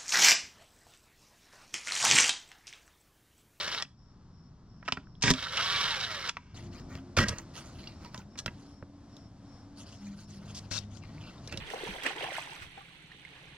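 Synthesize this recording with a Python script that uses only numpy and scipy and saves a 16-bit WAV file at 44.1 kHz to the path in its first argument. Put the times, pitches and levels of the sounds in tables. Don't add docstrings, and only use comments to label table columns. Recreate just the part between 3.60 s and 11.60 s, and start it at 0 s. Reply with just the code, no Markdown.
import sys
import numpy as np
from scipy import signal
from scipy.fft import rfft, irfft
from scipy.io import wavfile
from scipy.ndimage import uniform_filter1d

SR = 44100
rng = np.random.default_rng(int(sys.argv[2]) if len(sys.argv) > 2 else 0)


def to_wav(s):
    ch = np.atleast_2d(s).T
    pcm = np.round(np.clip(ch, -1, 1) * 32767)
    wavfile.write(sys.argv[1], SR, pcm.astype(np.int16))


def rack_gain(trim_db):
    fader = np.asarray(trim_db, float)
    return 10 ** (fader / 20)


N = 352844
T = np.arange(N) / SR
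CUT_S = 2.944

# t/s, level/dB
STREET_SWELL = [(0, -56.5), (1.2, -53), (1.8, -50.5), (2.3, -47), (2.7, -60.5), (2.93, -55), (2.95, -48.5),
                (3.5, -48), (4.5, -49.5), (5.2, -52.5), (6.3, -51.5), (7.2, -48), (8, -49)]
# f/Hz, level/dB
STREET_COLOUR_1 = [(12, -22), (20, -7), (92, -2), (170, -2.5), (510, -26), (1140, -23), (2410, -40.5),
                   (3900, -36.5), (5380, -32.5), (5980, -37), (12000, -77.5), (15600, -100), (22000, -120)]
STREET_COLOUR_2 = [(12, -25), (20, -12.5), (92, -1.5), (276, -9), (434, -21.5), (685, -19.5), (969, -25.5),
                   (1080, -24.5), (2470, -39), (5520, -34), (12000, -68), (15600, -85), (22000, -120)]
# from t/s, to t/s, centre of the wavering f/Hz, level/dB
HUMS = [(2.93, 6.295, 200, -58.5), (6.332, 7.382, 203, -49.5), (2.938, 3.603, 265, -55.5),
        (2.94, 3.591, 350, -59), (3.587, 4.496, 333.2, -61.5), (4.814, 6.6, 285.4, -57),
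        (5.316, 6.801, 104.3, -57.5), (6.795, 7.73, 102, -45.5), (6.397, 7.2, 154.2, -54.5),
        (7.3, 8.1, 156.2, -55.5), (7.303, 8.097, 296.3, -63)]
# first chirp t/s, no chirp starts from t/s, level/dB
CRICKET_BOUTS = [(0.35, 1.5, -71.5), (3.077, 3.2, -69), (4.32, 5.1, -68.5), (5.494, 6, -66),
                 (6.25, 6.7, -65.5)]
CRICKET_HZ, CRICKET_WIDTH_HZ, STROKES_PER_S = 5370, 480, 130
CHIRP_GAP_S, CHIRP_S = 0.358, 0.16

# f/Hz, level/dB
PORT_DIFFERENCE = [(25, -16.5), (60, -32.5), (200, -26), (500, -15), (1000, -14), (2000, -24.5),
                   (4000, -16), (8000, -3.5), (16000, -1)]
# f/Hz, level/dB before energy is evened out
RIGHT_PORT_COLOUR = [(3000, 2), (6000, -0.5), (8000, 4), (12000, 7), (16000, 11)]
# t/s, left minus right level/dB
WORK_PLACE = [(0, -1), (1.2, -3.5), (2.7, -3.5), (3.1, 1.5), (3.9, -4), (6.3, -0.5), (7, -1), (7.15, 8.5),
              (7.4, 8.5), (7.6, -1.5), (7.87, 2.5), (7.93, -5.5)]

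# t/s, relative level/dB, lowest mode f/Hz, t60/s
LOOSE_PINGS = [(1.471, -57.5, 1440, 0.0058), (1.553, -60.5, 3330, .008), (3.783, -36.5, 6260, 0.033),
               (4.272, -43, 2820, 0.032), (4.274, -41, 4650, 0.034), (4.458, -52, 4660, 0.042),
               (4.618, -60, 2520, 0.018), (7.179, -32, 3740, 0.031), (7.581, -52.5, 2200, 0.008),
               (7.756, -53.5, 1040, .07), (7.78, -56, 3680, .04), (7.884, -51, 1720, .06),
               (7.923, -48, 2830, 0.046), (7.938, -47, 2710, 0.033)]
# t/s, length/s, level before the seat/dB, mean slip rate/Hz
COVER_CREAKS = [(3.7, 0.066, -56, 400), (4.283, 0.058, -66, 160), (7.412, 0.048, -61.5, 330),
                (7.593, 0.127, -58.5, 580), (7.873, 0.099, -55, 250)]
# f/Hz, level/dB, t60/s
SEAT_MODES = [(2350, -5, 0.016), (2760, 0, 0.016), (2940, -11, .025), (4050, -6, .015), (5020, -4, 0.014)]
# t/s, length/s, creases level/dB, creases centre f/Hz, palm level/dB
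GLOVE_STROKES = [(2.902, 0.2, -55.5, 3550, -54.5), (3.113, 0.12, -56, 3570, -51),
                 (3.284, 0.14, -59, 3870, -50), (3.72, 0.13, -60.5, 4380, -47),
                 (3.935, 0.1, -48.5, 3850, -48), (3.98, 0.21, -59.5, 4320, -56.5),
                 (4.147, 0.22, -55, 3000, -55.5), (4.394, .12, -61, 3600, -54),
                 (4.512, 0.14, -60.5, 4020, -51.5), (4.904, 0.29, -66, 4050, -74.5),
                 (6.16, 0.094, -53, 4430, -60), (6.254, 0.13, -54.5, 3900, -64),
                 (6.366, 0.24, -61, 3930, -59.5), (6.557, 0.11, -58, 4370, -56),
                 (6.67, 0.13, -57.5, 4100, -60), (6.876, 0.06, -57, 4300, -58),
                 (6.744, 0.48, -63.5, 3860, -60), (7.17, 0.09, -58.5, 3000, -63),
                 (7.299, 0.12, -61, 4300, -65), (7.417, 0.31, -63.5, 3000, -60.5),
                 (7.602, 0.22, -59.5, 2950, -58.5), (7.816, 0.58, -54.5, 3530, -55)]
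# f/Hz, level/dB
CREASE_COLOUR = [(1200, -26), (2200, -4.5), (3500, -1), (6000, 1.5), (9000, -4), (13700, -13), (16000, -49)]

# t/s, crack level/dB, ring level/dB, ring centre f/Hz, thud level/dB
BLOWS = [(.079, -26.5, -32, 1090, -57), (.146, -32, -26.5, 1720, -59), (0.223, -24.5, -29.5, 1520, -53),
         (0.249, -52, -45, 2400, -48.5), (1.2272, -65, -40, 1410, -56), (1.2784, -36, -22.5, 1650, -57),
         (1.284, -31.5, -24.5, 1280, -43), (1.3221, -20, -22.5, 1470, -30.5),
         (1.3712, -45, -30, 1360, -33.5), (1.6226, -23, -30.5, 1840, -61), (1.6269, -18, -41, 1770, -44),
         (1.6358, -20, -21, 1760, -23), (1.679, -29, -19, 1930, -21), (1.703, -13.5, -19.5, 1370, -11),
         (1.711, -17.5, -55, 641, -33.5), (1.7372, -24.5, -35, 2290, -32), (1.8277, -30, -33, 2230, -46),
         (1.9714, -23.5, -26, 2232, -55), (2.6886, -30.5, -36.5, 1402, -57),
         (2.6928, -22.5, -28, 2350, -52), (2.7685, -41, -28, 1270, -46), (3.352, -43, -41, 2170, -33.5),
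         (3.5726, -42, -25, 1280, -16), (3.5864, -29, -16.5, 1300, -19), (3.603, -30, -36, 980, -18.5),
         (3.7847, -38.5, -56, 964, -41), (4.4471, -45, -44.5, 980, -42), (4.5442, -38.5, -36, 875, -42),
         (4.577, -39.5, -52, 721, -38.5), (4.755, -60, -44, 1370, -43), (4.7884, -30.5, -53, 1400, -55),
         (4.8601, -25.5, -29, 1280, -26.5), (4.8788, -48, -29.5, 2400, -29),
         (5.225, -66, -40.5, 750, -28.5), (5.5668, -46.5, -59, 780, -47), (7.112, -52, -38.5, 1990, -29),
         (7.187, -30, -64, 770, -40), (7.371, -46, -51.5, 646, -55), (7.436, -53, -47.5, 2140, -50),
         (7.875, -36, -57, 1730, -40), (7.924, -35, -34, 1710, -34.5), (7.9395, -47, -45, 1020, -32),
         (7.9735, -30, -44, 630, -40)]
# t/s, length/s, relative crack, ring and thud level/dB
DRAGS = [(1.241, 0.12, -58, -58.5, -56), (1.609, .022, -52, -57, -58), (2.704, 0.266, -69, -68, -68.5),
         (1.628, 0.096, -27, -30.5, -30), (3.565, 0.032, -26.5, -27, -24),
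         (3.586, 0.0622, -33.5, -30.5, -27), (3.642, 0.1, -48, -44.5, -35.5),
         (3.682, 0.015, -26.5, -44.5, -41), (3.76, 0.046, -62, -52, -51), (4.773, 0.033, -41.5, -52.5, -58),
         (6.943, 0.056, -42, -69, -61), (7.103, 0.085, -36, -49.5, -49), (7.901, .1, -75, -58, -44.5)]
# f/Hz, level/dB, free t60/s
HOUSING_MODES = [(600, 8, 0.027), (989, -8, 0.19), (1280, 0, 0.047), (1350, 5, 0.024), (1650, -12, 0.14),
                 (1940, 4.5, 0.025), (2140, 1.5, 0.028), (2655, 6, 0.022)]
# f/Hz, level/dB, t60/s
ENGINE_MODES = [(45, -3.5, 0.09), (110.7, 2.5, 0.076), (174.6, 4.5, 0.088), (265, 3, 0.16), (413, 1, 0.073),
                (614, -11.5, 0.19)]
# f/Hz, level/dB, t60/s
COVER_MODES = [(41.5, -8, .08), (72, -5.5, 0.053), (102, 6, 0.038), (200, -5.5, 0.094),
               (254.3, -8.5, 0.083), (350, -9.5, 0.11), (487, -2.5, 0.026), (616, -1.5, 0.025)]
# f/Hz, level/dB
CRACK_COLOUR = [(1200, -10.5), (2500, -10.5), (3300, -6), (4200, -5.5), (5600, -0.5), (7000, -9.5),
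                (9000, -17), (13000, -29.5), (16000, -40.5)]
CONTACT_MS = 2.03
TAP_EDGE_HZ, EDGE_OCTAVES_PER_DB = 3120, .025
DRAG_EDGE_HZ, DRAG_RING_HZ = 3600, 1640
BIT_DAMPING = 0.51
TREBLE_1, TREBLE_2 = 0.12, 0.65
MODE_SHIFT, MODE_SPREAD_DB = .025, 4

# t/s, gear mesh f/Hz before jitter, clatter level/dB
FIRST_SPIN = [(0, 603.4, -31.5), (.08, 561.3, -35), (.15, 465, -33.5), (.235, 376, -39.5)]
SECOND_SPIN = [(1.74, 600.6, -40.5), (1.8, 601.7, -39.5), (1.83, 511.5, -36.5), (1.845, 611.6, -37.5),
               (1.89, 499.8, -41.5), (1.95, 544.5, -33.5), (2.0, 1014, -31.5), (2.03, 1101, -31),
               (2.14, 1155, -30.5), (2.23, 1119, -30.5), (2.33, 893, -34), (2.48, 673, -36.5),
               (2.6, 543.8, -37.5), (2.7, 469.8, -34.5)]
# f/Hz, width/Hz (60 at least), mean level/dB
GEARCASE_MODES = [(1040, 61, -8), (1354, 210, 4.5), (1707, 130, 5), (2162, 140, -1), (3000, 360, 1.5),
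                  (3280, 450, 6.5), (3770, 260, 10.5), (4300, 690, -1), (5370, 960, 1.5)]
# f/Hz, level/dB
CLATTER_COLOUR = [(150, -26.5), (250, -16.5), (319, -5.5), (788, -6), (1350, -2.5), (2240, -2),
                  (2490, -3.5), (3710, -5), (5540, -4), (7060, -18.5), (14200, -39), (16000, -36)]
# multiple of the mesh rate, mean level/dB
WHINE_STAGES = [(.65, -9), (1, -0.5), (1.499, -8.5), (1.999, 0.5), (3, 0)]
WHINE_DB, WHINE_DB_PER_OCTAVE = -12.5, 5
TEETH_PER_KNOCK, TEETH_PER_TURN = 26, 6.5
TICK_DB, TICK_SPREAD_DB, TICK_MS = 1.5, 3, 0.98
CASE_DB = -1


def level(x, db):
    return x * rack_gain(db) / np.sqrt(np.mean(x ** 2))


def unit(h):
    return h / np.sqrt(np.sum(h ** 2))


def response(points, size=2048):
    hz, db = np.transpose(points)
    f = np.maximum(np.fft.rfftfreq(size, 1 / SR), 1)
    cepstrum = irfft(np.log(rack_gain(np.interp(np.log(f), np.log(hz), db))))
    cepstrum[1:size // 2] *= 2
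    cepstrum[size // 2 + 1:] = 0
    return unit(irfft(np.exp(rfft(cepstrum))))


def ring(modes):
    t = T[:SR // 6]
    h = 0
    for k, (hz, db, t60) in enumerate(modes):
        h = h + (-1) ** k * rack_gain(db - 60 * t / t60) * np.sin(2 * np.pi * hz * t)
    return unit(h * (1 - np.exp(-t / 0.00028)))


def through(x, h):
    return signal.oaconvolve(np.atleast_2d(x), h[None], axes=-1)[:, :N]


def band(x, hz, octaves):
    edges = np.clip(hz * 2 ** (np.array([-octaves, octaves]) / 2), 20, SR / 2.2)
    return signal.sosfilt(signal.butter(2, edges, "band", fs=SR, output="sos"), x)


def columns(table):
    s, *rest = np.transpose(table)
    return [np.interp(T, s, c) for c in rest]


def walk(rate):
    k = int(SR / rate)
    steps = np.repeat(rng.standard_normal(N // k + 1), k)
    return uniform_filter1d(uniform_filter1d(steps, k), k)[:N]


def noise_pair():
    mid, side = rng.standard_normal((2, N))
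    return mid + through(side, response(PORT_DIFFERENCE, size=4096)) * np.array([[1], [-1]])


def grit(spread_db):
    sizes = np.repeat(rng.exponential(size=N // 8 + 1), 8)[:N]
    return level(noise_pair() * rack_gain(spread_db * np.minimum(sizes, 4.5)), 0)


def pan(db):
    return rack_gain(np.array([db, -db]) / 2)


def street():
    air = noise_pair()
    first, second = (through(air, response(c, size=4096)) for c in (STREET_COLOUR_1, STREET_COLOUR_2))
    air = np.where(T < CUT_S, first, second)
    swell_db = columns(STREET_SWELL)[0]
    rumble = signal.sosfilt(signal.butter(1, 500, fs=SR, output="sos"), air)
    hiss_db = np.where(T < CUT_S, -56.5, swell_db)
    return rumble * rack_gain(swell_db + 1.8 * walk(5)) + (air - rumble) * rack_gain(hiss_db + 2.7 * walk(7.6))


def drone():
    out = 0
    for start, end, hz, db in HUMS:
        fade = np.clip(np.minimum(T - start, end - T) / 0.089, 0, 1) * (T > CUT_S)
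        loudness = rack_gain(db + 4.1 * walk(11))
        pitch = hz * (1 + 0.00799 * walk(5.1) + 0.0149 * walk(25))
        out = out + fade * loudness * np.sin(2 * np.pi * np.cumsum(pitch) / SR)
    return out


def cricket():
    edges = [CRICKET_HZ - CRICKET_WIDTH_HZ / 2, CRICKET_HZ + CRICKET_WIDTH_HZ / 2]
    stroke_rate = STROKES_PER_S * (1 + 0.35 * walk(32))
    strokes = 1 + 0.36 * np.sin(2 * np.pi * np.cumsum(stroke_rate) / SR)
    song = rng.standard_normal((2, N)) * strokes
    song = signal.sosfilt(signal.butter(3, edges, "band", fs=SR, output="sos"), song)
    chirps = np.zeros(N)
    for first, last, db in CRICKET_BOUTS:
        for s in np.arange(first, last, CHIRP_GAP_S):
            swell = np.minimum((T - s) / .04, (s + CHIRP_S - T) / .06 + 1)
            chirps += rack_gain(db) * np.clip(swell, 0, 1)
    return level(song, 0) * chirps


def pings():
    out = np.zeros(N + SR)
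    for s, db, hz, t60 in LOOSE_PINGS:
        a, b = rng.uniform(size=2)
        modes = [(hz, 0, t60), (hz * (1.2 + 0.033 * a), -7, t60), (hz * (1.0 + 0.47 * b), -10, t60 / 2)]
        y = rack_gain(db + 23) * ring(modes)
        out[int(s * SR):int(s * SR) + len(y)] += y
    return out[:N]


def creaks():
    out, seat = np.zeros(N + SR), ring(SEAT_MODES)
    chance, sizes = rng.uniform(size=N), rack_gain(5.6 * rng.standard_normal(N).clip(-2, 2))
    for s, length, db, rate in COVER_CREAKS:
        i, j = int(s * SR), min(int((s + length) * SR), N)
        slips = (chance[i:j] < rate / SR) * sizes[i:j] + 1e-9
        slips = level(slips, db) * signal.windows.tukey(j - i, .5)
        y = signal.oaconvolve(slips, seat)
        out[i:i + len(y)] += y
    return out[:N]


def gloves():
    grains = grit(3.8) * rack_gain(1.8 * walk(70))
    folds = [rack_gain(2.2 * walk(60)) * band(grains, hz, .6) for hz in 400 * 1.5 ** np.arange(10)]
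    grains = level(sum(folds), 0)
    creases = through(grains, response(CREASE_COLOUR))
    palm = through(grains, response([(300, -16.0), (700, -0.5), (1400, 0.5), (2600, -7.5), (4000, -40.0)]))
    out = np.zeros((2, N))
    for s, length, db, hz, palm_db in GLOVE_STROKES:
        i, j = int(s * SR), min(int((s + length) * SR), N)
        swell = np.sin(np.pi * ((T[i:j] - s) / length).clip(0, 1) ** 0.75)
        crackle = level(band(creases[:, i:j], hz, 1.24), db)
        out[:, i:j] += swell * (crackle + rack_gain(palm_db) * palm[:, i:j])
    return out * (T > CUT_S)


def vary(modes, shift, gain):
    return [(hz * (1 + MODE_SHIFT * p), db + MODE_SPREAD_DB * q, t60)
            for (hz, db, t60), p, q in zip(modes, shift, gain)]


def struck(first_scene, crack, knock, edge_hz, crack_db, ring_db, ring_hz, thud_db):
    crack_hz = edge_hz * 2 ** (EDGE_OCTAVES_PER_DB * np.clip(crack_db - ring_db, -8, 18))
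    damping = BIT_DAMPING if first_scene else 1
    near = [(hz, db - 16 * abs(np.log2(hz / ring_hz)), t60 * damping) for hz, db, t60 in HOUSING_MODES]
    shift, gain, body_shift, body_gain = rng.standard_normal((4, 8)).clip(-2, 2)
    housing = rack_gain(ring_db) * ring(vary(near, shift / 2, gain))
    body_modes = ENGINE_MODES if first_scene else COVER_MODES
    body = rack_gain(thud_db) * ring(vary(body_modes, body_shift, body_gain / 2))

    edge = ring([(crack_hz, 0, .014)])
    treble = TREBLE_1 if first_scene else TREBLE_2
    bright = 0.48 * housing + 0.25 * rack_gain(crack_db) * edge
    bright[:len(crack)] += rack_gain(crack_db) * unit(band(crack, crack_hz, 1.69) + treble * crack)
    bright[:len(knock)] += 0.9 * rack_gain(ring_db) * unit(band(knock, ring_hz, 2.1))

    thud = body + 0.76 * housing + np.zeros((2, 1))
    if first_scene:
        thud = thud + 0.76 * np.array([[-1], [1]]) * band(body, 70, 1.458)
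    return bright, thud


def contacts():
    out, force = np.zeros((2, N + SR)), grit(1.7)
    crack = response(CRACK_COLOUR)
    knock = response([(300, -12.0), (600, 6.0), (2300, 8.0), (4000, -28.5), (9000, -48.0)])

    def add(s, push, shove, *blow):
        bright, thud = struck(s < CUT_S, crack, knock, *blow)
        y = signal.oaconvolve(push, bright[None], axes=-1)
        y = y + signal.oaconvolve(shove + np.zeros((2, 1)), thud, axes=-1)
        out[:, int(s * SR):int(s * SR) + y.shape[1]] += y

    for s, *blow in BLOWS:
        i, tau = int(s * SR), CONTACT_MS * SR / 1000
        t = np.arange(min(int(9 * tau), N - i)) / tau
        burst = force[:, i:i + len(t)] * np.exp(-t) * (1 - np.exp(-t / 0.23))
        burst = rack_gain(20) * burst / np.sqrt(np.sum(burst ** 2, axis=1, keepdims=True))
        one_way = np.exp(-t / 0.055)
        shove = rack_gain(17.5) * one_way / np.sum(one_way) + 0.31 * burst
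        add(s, burst, shove, TAP_EDGE_HZ, *blow)

    held = force * rack_gain(1.23 * walk(150))
    for s, length, crack_db, ring_db, thud_db in DRAGS:
        i, n = int(s * SR), int(length * SR)
        drag = level(held[:, i:i + n], 0) * signal.windows.tukey(n, .3)
        add(s, drag, 1.1 * drag, DRAG_EDGE_HZ, crack_db, ring_db, DRAG_RING_HZ, thud_db)
    return out[:, :N]


def gear_clatter(phase):
    end = int(CUT_S * SR)
    knock = rack_gain(1.27 * np.cos(phase / TEETH_PER_KNOCK) + 1.7 * walk(250))
    turn = np.floor(phase / (2 * np.pi * TEETH_PER_TURN) + .15 * walk(150)).astype(int).clip(0)
    slap_db = TICK_DB + TICK_SPREAD_DB * rng.standard_normal(N // 50)[turn].clip(-2, 2)
    slap = (np.diff(turn, prepend=0) > 0) * rack_gain(slap_db)
    knock = knock * (1 + signal.lfilter([1], [1, -np.exp(-1000 / TICK_MS / SR)], slap))
    teeth = (grit(0.76) * knock * (1 + 0.052 * np.cos(phase)))[:, :end]
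    case = 0
    for hz, width, db in GEARCASE_MODES:
        resonance = signal.lfilter(*signal.iirpeak(hz, hz / max(width, 60), SR), teeth)
        case = case + rack_gain(db + 6 * walk(60)[:end]) * level(resonance, 0)
    mix = level(teeth, 0) + level(case, CASE_DB)
    clatter = level(through(mix, response(CLATTER_COLOUR)), 0)
    return np.pad(clatter, ((0, 0), (0, N)))[:, :N]


def gear_whine(phase):
    out = 0
    for k, db in WHINE_STAGES:
        carrier = 0.27 * k * np.sin(phase / TEETH_PER_KNOCK + k)
        rotor = 0.48 * np.sin(phase / TEETH_PER_TURN)
        out = out + rack_gain(db + 4.7 * walk(50)) * np.sin(k * phase + carrier + rotor)
    return out


def driver():
    hz, clatter_db = columns(FIRST_SPIN + SECOND_SPIN)
    on = 0
    for spin in (FIRST_SPIN, SECOND_SPIN):
        running = 1. * ((T >= spin[0][0]) & (T < spin[-1][0]))
        on = on + uniform_filter1d(running, size=200)
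    phase = 2 * np.pi * np.cumsum(hz * (1 + .018 * walk(200))) / SR
    whine_db = clatter_db + WHINE_DB + WHINE_DB_PER_OCTAVE * np.log2(hz / 1000)
    return on * (gear_clatter(phase) * rack_gain(clatter_db) + gear_whine(phase) * rack_gain(whine_db))


def scatter(near):
    t = T[:SR // 8]
    decay = rack_gain(-60 * t / 0.054) + rack_gain(-18.0 - 60 * t / 0.32)
    echoes = noise_pair()[:, :len(t)] * decay * (t > .002)
    return signal.oaconvolve(near, echoes * rack_gain(-34.0), axes=-1)[:, :N]


def scene():
    near = (driver() + contacts() + gloves() + pings() + creaks()) * pan(columns(WORK_PLACE)[0])
    return near + scatter(near) + street() + drone() + cricket()


def low_pass(x):
    return signal.sosfilt(signal.butter(12, 15800, fs=SR, output="sos"), x)


def record(dry):
    dry = .55 * np.tanh(dry / .55)
    left = np.pad(dry[0], (2, 0))[:N]
    right = signal.oaconvolve(dry[1], response(RIGHT_PORT_COLOUR, size=256))[:N] * rack_gain(5)
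    return low_pass(np.array([left, right]))


dry = scene()
out = record(dry)
to_wav(out)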